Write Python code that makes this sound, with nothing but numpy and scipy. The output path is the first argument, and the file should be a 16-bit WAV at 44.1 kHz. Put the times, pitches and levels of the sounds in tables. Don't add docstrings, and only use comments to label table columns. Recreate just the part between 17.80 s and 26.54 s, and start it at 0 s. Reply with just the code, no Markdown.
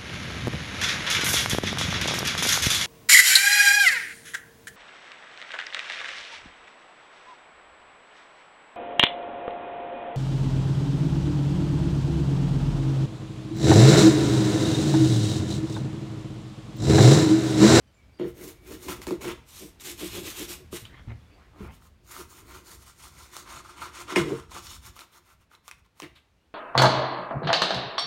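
import sys
import numpy as np
from scipy import signal
from scipy.fft import rfft, irfft, next_fast_len
from scipy.io import wavfile
from scipy.ndimage import uniform_filter1d, map_coordinates

SR = 44100
rng = np.random.default_rng(int(sys.argv[2]) if len(sys.argv) > 2 else 0)


def output_pcm(signal):
    pcm = np.clip(np.atleast_2d(signal).T, -1, 1) * 32767
    wavfile.write(sys.argv[1], SR, np.round(pcm).astype(np.int16))


N = 385434


def amp(db):
    return 10 ** (np.asarray(db) / 20)


def unit(x):
    return x / np.sqrt(np.mean(x ** 2) + 1e-20)


def along(points, hz):
    f, v = np.transpose(points)
    return np.interp(np.log(hz + 1), np.log(f + 1), v)


def fader(points):
    return amp(np.interp(np.arange(N) / SR, *np.transpose(points)))


def wobble(rate):
    knots = rng.standard_normal(int(N * rate / SR) + 4)
    return map_coordinates(knots, [np.arange(N) * rate / SR])


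def filtered(x, response):
    m = next_fast_len(N + SR // 2)
    return irfft(rfft(x, m) * response(np.fft.rfftfreq(m, 1 / SR)), m)[..., :N]


def resonated(push, modes):
    def response(f):
        return sum((-1) ** k * amp(db) * 1j * f * width / (hz * hz - f * f + 1j * f * width)
                   for k, (hz, width, db) in enumerate(modes))
    power = np.mean(np.abs(response(np.linspace(1, SR / 2, 20000))) ** 2)
    return filtered(push, response) / np.sqrt(power)


def tearing(rate, spread_db, share):
    when, size, sign = rng.random((3, N))
    pops = (when < rate / SR) * amp(-spread_db * np.log(size + .01)) * np.sign(sign - .5)
    return np.sqrt(share) * unit(pops) + np.sqrt(1 - share) * rng.standard_normal(N)


def coloured(x, spectrum, patchy_db):
    bands = signal.stft(x, nperseg=256)[2]
    patches = uniform_filter1d(uniform_filter1d(rng.standard_normal(bands.shape), 4, 0), 20, 1)
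    x = signal.istft(bands * amp(patchy_db * unit(patches)), nperseg=256)[1][:N]
    return unit(filtered(x, lambda hz: amp(along(spectrum, hz))))


def strokes(table, peak, depth_db, squareness):
    power, t = np.zeros((len(table[0]) - 2, N)), np.arange(N) / SR
    for start, length, db, *relative_db in table:
        crest = start + peak * length
        near = slice(max(round((crest - .3) * SR), 0), round((crest + .3) * SR))
        side = np.where(t[near] < crest, peak * length, (1 - peak) * length)
        drop_db = depth_db * (np.abs(t[near] - crest) / side) ** squareness
        power[:, near] += amp(db + np.array([0, *relative_db])[:, None] - drop_db) ** 2
    return np.sqrt(power)


# (frequency [Hz], t60 [s])
SHOP_DECAY = [(200, 0.27), (2000, 0.39), (10000, 0.28)]
def shop_echo(x):
    hz, t, bands = signal.stft(rng.standard_normal(SR // 2), SR, nperseg=256)
    tail = signal.istft(bands * amp(-60 * t / along(SHOP_DECAY, hz)[:, None]), SR, nperseg=256)[1]
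    delayed = np.pad(x, (200, 0))
    return signal.fftconvolve(delayed, tail / np.linalg.norm(tail))[:N]


# (frequency [Hz], level [dB])
AIR_SPECTRUM = [(88, -26), (150, 0.5), (475, -2.5), (960, -7.5), (2550, -11), (2810, -12), (4860, -17),
                (14000, -30), (16000, -32)]
# (time [s], level [dB])
AIR_LEVEL = [(0, -66.5), (.4, -64), (3.3, -61.5), (4.2, -68), (7.2, -69.5), (7.6, -73), (8.74, -70.5)]
def shop_air():
    return fader(AIR_LEVEL) * coloured(rng.standard_normal(N), AIR_SPECTRUM, patchy_db=.7)


# (start [s], length [s], pitch [Hz], level [dB])
FAINT_TONES = [(.001, .13, 3050, -79), (.068, .015, 5900, -79), (.072, .015, 4650, -79),
               (.138, .018, 7200, -72), (.15, .17, 2280, -71), (.325, .065, 4750, -70),
               (.74, .12, 2285, -72), (3.37, .14, 3420, -73), (3.51, .05, 4640, -71.5),
               (8.575, .04, 2850, -79)]
def faint_tones():
    out, flutter = np.zeros(N), amp(3 * wobble(60))
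    for start, length, hz, db in FAINT_TONES:
        t = np.arange(round(length * SR)) / SR
        drift = np.cumsum(rng.standard_normal(len(t))) * .08
        tone = np.sin(2 * np.pi * hz * t + drift)
        out[round(start * SR):][:len(t)] += amp(db) * signal.windows.tukey(len(t), .4) * tone
    return out * flutter


# (frequency [Hz], level [dB])
RUMBLE_SPECTRUM = [(12, -35), (20, -18.5), (64, 4.5), (195, -12), (241, -14), (260, -10.5), (340, -43),
                   (570, -120)]
# (time [s], level [dB])
RUMBLE_LEVEL = [(0, -60.5), (1.45, -47.5), (1.7, -58.5), (2.31, -50), (3.2, -53), (4, -58.5), (4.58, -55),
                (6.2, -59.5), (6.67, -51), (7.11, -57), (7.23, -66), (8.2, -66.5), (8.45, -70.5)]
def rumble():
    rows = [(start, .15, db) for start, *_, db in BENCH_BUMPS]
    swells = strokes(rows, peak=.18, depth_db=9.5, squareness=1.1)[0]
    gain = np.hypot(fader(RUMBLE_LEVEL), swells) * amp(2.5 * wobble(11))
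    return gain * coloured(rng.standard_normal(N), RUMBLE_SPECTRUM, patchy_db=.9)


# (time [s], level [dB], pitch [Hz], t60 [s], rumble swell [dB])
BENCH_BUMPS = [(1.458, -34, 220, .19, -43), (3.022, -41.5, 107, 0.32, -50),
               (3.274, -30.5, 110.8, 0.35, -43.5), (3.805, -30, 199, 0.14, -41),
               (6.397, -26.5, 151, 0.32, -43), (8.241, -47, 144.6, .2, -62)]
def bumps():
    out, t = np.zeros(N + SR), np.arange(SR // 2) / SR
    attack = 1 - np.exp(-t / .0017)
    for start, db, hz, t60, _ in BENCH_BUMPS:
        phase = 2 * np.pi * hz * t
        tone = np.sin(phase) + .45 * np.sin(.65 * phase) + .3 * np.sin(2.1 * phase)
        out[round(start * SR):][:len(t)] += amp(db - 60 * t / t60) * attack * tone
    return out[:N]


# (start [s], length [s], level [dB])
SHIRT_MOVES = [(-.15, 0.88, -81), (3.1, .12, -52.5), (3.27, 0.065, -51), (3.43, 0.27, -61),
               (3.755, 0.19, -52.5)]
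# (frequency [Hz], level [dB])
SHIRT_SPECTRUM = [(180, -43), (300, 0.5), (506, -10), (1860, -11), (2890, -16), (4620, -29.5), (8000, -52),
                  (10400, -73), (17600, -120)]
def shirt():
    gain = strokes(SHIRT_MOVES, peak=.67, depth_db=11.5, squareness=2.7)[0]
    return gain * coloured(tearing(900, spread_db=3.5, share=.64), SHIRT_SPECTRUM, patchy_db=5.5)


# (frequency [Hz], width [Hz], level [dB])
PANEL_MODES = [(134.4, 7.6, -12), (186.6, 18, -8.5), (311.8, 18.4, -3.5), (341.7, 20.2, 5),
               (352.9, 31.1, 4.5), (450.5, 22, -6.5), (467.7, 26, -9), (644, 10, -16.5)]
# (middle [s], length [s], level [dB])
PANEL_THUMPS = [(.42, 0.031, -24), (0.455, 0.068, -28.5), (0.631, 0.18, -40), (0.914, 0.14, -38.5),
                (1.088, 0.11, -35.5), (1.195, 0.04, -45), (1.463, .12, -30.5), (1.832, 0.066, -38.5),
                (2.085, 0.15, -45), (2.228, 0.063, -32), (2.373, 0.081, -32.5), (2.457, 0.16, -40),
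                (2.605, 0.055, -35), (2.693, 0.079, -41.5), (2.788, 0.11, -50.5), (3.81, 0.056, -45),
                (4.393, 0.042, -42), (4.71, 0.5, -58), (4.926, 0.11, -57), (6.19, 0.028, -64),
                (6.45, 0.093, -31), (6.513, 0.068, -25), (6.754, 0.098, -52), (8.262, 0.016, -54)]
# (time [s], impulse [dB])
PANEL_KNOCKS = [(.398, 1.5), (1.273, -2), (1.311, 4.5), (2.929, -4), (6.323, -8.5), (6.365, 11),
                (6.521, 3.5), (8.222, -12.5)]
def panel():
    leak = amp(-9.5) * cutting(depth_db=7, squareness=1.3)[2]
    presses = [(middle - length / 2, length, db) for middle, length, db in PANEL_THUMPS]
    thumps = strokes(presses, peak=.5, depth_db=14.5, squareness=1.23)[0]
    after_knocks = [(start, .053, db - 36) for start, db in PANEL_KNOCKS]
    shudders = strokes(after_knocks, peak=.12, depth_db=13.5, squareness=1.4)[0]
    push = (np.hypot(thumps, shudders) + leak) * tearing(330, spread_db=3.5, share=.2)
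    for start, db in PANEL_KNOCKS:
        push[round(start * SR)] += amp(db)
    dull = signal.sosfilt(signal.butter(2, 1100, fs=SR, output="sos"), push)
    return resonated(dull, PANEL_MODES)


# (start [s], length [s], brush [dB], rub re brush [dB])
PALM_SWEEPS = [(1.67, .24, -48, -4.5), (1.996, 0.043, -48.5, -3), (2.027, 0.12, -40.5, -4),
               (2.172, 0.14, -40.5, -1), (2.292, .14, -42, 0), (2.42, .13, -40, -1), (2.53, 0.15, -40, -1),
               (2.671, 0.097, -39, -4.5), (2.758, 0.065, -64, -2)]
PALM_SLAPS = [(2.918, 0.1, -41.5, -1.5), (3.047, 0.044, -69.5, 16.5), (8.352, 0.05, -68.5, 13)]
# (frequency [Hz], level [dB])
BRUSH_SPECTRUM = [(2350, -26), (4000, 0.5), (4870, -1), (5410, 4), (9330, 2.5), (10500, -2.5), (11500, 2),
                  (15100, -3.5), (16000, -15.5)]
# (frequency [Hz], level [dB])
RUB_SPECTRUM = [(320, -51), (550, -4), (833, 1), (1060, 5), (1840, 2), (2320, 6), (3550, 8), (5000, -3.5),
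                (6500, -35), (11000, -120)]
def hand():
    sweeps = strokes(PALM_SWEEPS, peak=.46, depth_db=17, squareness=2.3)
    slaps = strokes(PALM_SLAPS, peak=.18, depth_db=14.5, squareness=1.7)
    brush_gain, rub_gain = np.hypot(sweeps, slaps) * amp(1.6 * wobble(40.42))
    brush = coloured(tearing(3000, spread_db=5.5, share=.36), BRUSH_SPECTRUM, patchy_db=1.5)
    rub = coloured(tearing(1500, spread_db=1, share=.19), RUB_SPECTRUM, patchy_db=1)
    return brush_gain * brush + rub_gain * rub


# (frequency [Hz], level [dB], t60 [s])
BLADE_MODES = [(1030, 1, 0.079), (1835, -3, 0.026), (2140, -2, 0.094), (2464, -12.5, 0.066),
               (2840, -11, 0.13), (3900, -11, 0.022), (4970, -14, 0.058), (6800, -11.5, 0.083),
               (8460, -9, 0.045)]
# (time [s], level [dB])
BLADE_BLOWS = [(1.085, -38), (6.361, -22), (6.367, -40.5), (8.244, -63.5)]
def blade():
    out, t = np.zeros(N + SR), np.arange(SR // 2) / SR
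    for start, db in BLADE_BLOWS:
        for hz, mode_db, t60 in BLADE_MODES:
            drift = np.cumsum(rng.standard_normal(len(t))) * .06
            fade = amp(db + mode_db + rng.normal(0, 1.6) - 60 * t / t60)
            out[round(start * SR):][:len(t)] += fade * np.sin(2 * np.pi * hz * t + drift)
    return out[:N]


# (time [s], level [dB], pitch [Hz], spike re level [dB])
FOAM_SNAPS = [(0.397, -40, 970, -9), (0.4426, -42, 1790, -15), (1.084, -31.5, 1050, 0),
              (1.218, -37.5, 2040, 6), (1.269, -28.5, 940, 1.5), (1.308, -26, 1040, -6),
              (1.416, -37.5, 980, -14.5), (1.999, -44.5, 3850, -2), (2.928, -32.5, 1170, -3),
              (3.053, -34, 3040, -28), (4.022, -48, 1290, -20), (4.365, -32.5, 1290, -13),
              (5.2696, -45, 1350, 1), (5.567, -37, 1300, 11), (5.965, -48.5, 1340, -12),
              (6.282, -36, 1220, -10), (6.325, -28.5, 890, -6), (6.36, -11, 2440, -23),
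              (6.369, -25, 5400, -13.5), (6.696, -48, 1300, -12), (6.717, -34.5, 1000, -21),
              (6.765, -29, 1150, -19), (6.772, -29.5, 1190, -9), (6.869, -39, 4570, 5),
              (6.921, -46, 4300, 4.5), (7.165, -42, 1250, -2), (7.192, -41.5, 2460, 7.5),
              (7.208, -41, 4040, 0), (7.715, -48, 1420, -14), (7.751, -47, 4020, -2), (7.88, -37, 1160, 7),
              (7.913, -35.5, 2550, 2.5), (8.063, -57, 1010, -1), (8.201, -32, 1120, 2),
              (8.221, -38.5, 3160, 4.5), (8.229, -40, 2610, 0), (8.245, -37.5, 2010, -15)]
def snaps(tick_t60_s=.014, crumbs_t60_s=.0046, spike_s=.00006):
    out, t = np.zeros(N + SR), np.arange(SR // 8) / SR
    spike = 2.5 * (1 - t / spike_s) * np.exp(-t / spike_s)
    for start, db, hz, spike_db in FOAM_SNAPS:
        phase = 2 * np.pi * hz * t
        tick = 1.21 * np.sin(phase) + .19 * np.sin(2.316 * phase) + .22 * rng.standard_normal(len(t))
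        tick *= amp(db - 60 * t / tick_t60_s)
        crumbs = 1.2 * amp(-60 * t / crumbs_t60_s) * rng.standard_normal(len(t))
        out[round(start * SR):][:len(t)] += tick + amp(db + spike_db) * (spike + crumbs)
    return signal.sosfilt(signal.butter(2, [600, 8500], "bandpass", fs=SR, output="sos"), out)[:N]


# (start [s], length [s], hiss [dB], rasp re hiss [dB])
SAW_STROKES = [(0.433, 0.094, -62, -2), (0.558, 0.18, -52.5, -10.5), (0.842, 0.15, -52, -10),
               (0.987, 0.11, -49.5, -14.5), (1.417, .12, -48.5, 3), (3.766, 0.12, -63.5, 10.5),
               (3.902, 0.086, -61, -0.5), (3.994, 0.098, -67, 2.5), (4.272, 0.18, -48, -1.5),
               (4.477, 0.16, -54, -3), (4.656, 0.16, -52.5, 1), (4.832, 0.15, -50.5, -7.5),
               (4.988, 0.15, -54, -5), (5.163, 0.15, -50.5, -6.5), (5.31, 0.19, -53.5, -3.5),
               (5.504, 0.13, -46, -4), (5.636, 0.08, -61.5, 12.5), (5.666, 0.15, -49, 2.5),
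               (5.817, 0.14, -56.5, 3.5), (5.961, 0.14, -48.5, 5), (6.119, 0.13, -47, 0),
               (6.276, 0.079, -45, 8.5), (6.351, .29, -53.5, 4.5), (6.703, 0.11, -47, -1.2),
               (6.803, 0.18, -47.5, -7.5), (7.02, 0.09, -52.5, -3.5), (7.14, 0.11, -55, 0.5),
               (7.304, 0.097, -62, 1), (7.429, 0.13, -67, 2), (7.577, 0.076, -74.5, 2),
               (7.7, 0.074, -68, 8), (7.832, 0.059, -64.5, -4), (7.959, 0.051, -76, 2),
               (8.152, 0.071, -67, -0.5)]
# (time [s], level [dB])
GRIND_LEVEL = [(1.5, 5), (4.3, -2.95), (7.8, -0.8)]
# (start [s], length [s], hiss [dB], grind re hiss [dB], rasp re hiss [dB])
BLADE_SKIDS = [(.387, 0.1, -71.5, 21.5, 12.5), (1.077, 0.092, -43.5, 1, -3), (1.21, 0.058, -50.5, -1, -4),
               (1.264, 0.049, -48, 1, -2), (1.304, .065, -55.5, 3.5, 0), (1.406, 0.089, -47.5, 1, -6),
               (6.352, 0.08, -35.5, 4.5, 5), (7.881, 0.0194, -55, 4, -1.5), (7.914, .028, -68, 12, 1.5),
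               (8.045, 0.027, -77.5, 9.5, 9), (8.194, .042, -57, 2.5, -5), (8.222, 0.051, -59, 12.5, -2)]
def cutting(depth_db, squareness):
    rows = [(start, length, db, .66 * rasp_db, rasp_db) for start, length, db, rasp_db in SAW_STROKES]
    hiss, grind, rasp = strokes(rows, .6, depth_db, squareness)
    skids = strokes(BLADE_SKIDS, .18, depth_db, squareness)
    return np.hypot([hiss, grind * fader(GRIND_LEVEL), rasp], skids)


# (frequency [Hz], level [dB])
HISS_SPECTRUM = [(2060, -22), (3500, -12), (4340, -2), (5000, -5), (6910, -1), (8000, -6), (8970, -1.5),
                 (10200, -9), (11200, -5.5), (15100, -10.5), (16000, -10)]
# (time [s], level [dB])
FIZZ_LEVEL = [(.5, 8), (1.5, 0), (4.3, 4), (5.5, -3.5), (6.4, -9.5), (7.2, 2)]
# (frequency [Hz], level [dB])
GRIND_SPECTRUM = [(290, -40), (500, -7.5), (642, -6), (1320, -6.5), (1730, -5), (2080, -2), (3340, -7),
                  (4370, -13), (5000, -23), (6500, -44.5), (11000, -120)]
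# (frequency [Hz], width [Hz], level [dB])
LUMP_MODES = [(940, 120, -2), (1112, 120, -0.5), (1252, 79, 0.5), (1365, 69, 1.5), (1539, 160, -7)]
SING_MODES = [(2924, 35, 2.5), (3620, 290, -0.5), (4450, 98, -6), (5380, 160, -0.5), (6830, 260, -5.5)]
# (time [s], level [dB])
SING_LEVEL = [(.5, -5.5), (4.3, -9), (6.6, -6.5), (6.9, 2), (7.3, -6.5)]
def knife():
    hiss_gain, grind_gain, rasp_gain = cutting(depth_db=15, squareness=2.5)
    catch = wobble(60)
    large_cells = amp(-7.5) * tearing(200, spread_db=3, share=.75)
    dust = coloured(large_cells + tearing(2500, spread_db=3, share=.55), HISS_SPECTRUM, patchy_db=1.4)
    fizz = filtered(dust, lambda hz: 1 / (1 + (10500 / (hz + 1)) ** 8))
    hiss = hiss_gain * amp(2 * catch) * (dust + (fader(FIZZ_LEVEL) - 1) * fizz)
    sing = fader(SING_LEVEL) * np.sqrt(hiss_gain * grind_gain) * tearing(800, spread_db=0, share=.5)
    grit = coloured(tearing(1200, spread_db=3, share=.4), GRIND_SPECTRUM, patchy_db=1.8)
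    grind = grind_gain * amp(.95 * catch) * grit
    teeth = rasp_gain * amp(2.3 * catch) * tearing(450, spread_db=3, share=.8)
    return hiss + grind + resonated(teeth, LUMP_MODES) + resonated(sing, SING_MODES)


def scene():
    friction = knife() + hand() + shirt()
    hits = snaps() + blade() + bumps()
    tones, boom = faint_tones(), panel()
    echo = shop_echo(amp(-14) * boom + amp(-8.5) * friction + amp(-11.5) * hits + tones)
    return (friction + boom + hits + tones + echo + rumble() + shop_air())[None]


TOP_HZ = 15830
def record(dry):
    return filtered(dry, lambda hz: hz < TOP_HZ)


dry = scene()
out = record(dry)
output_pcm(out)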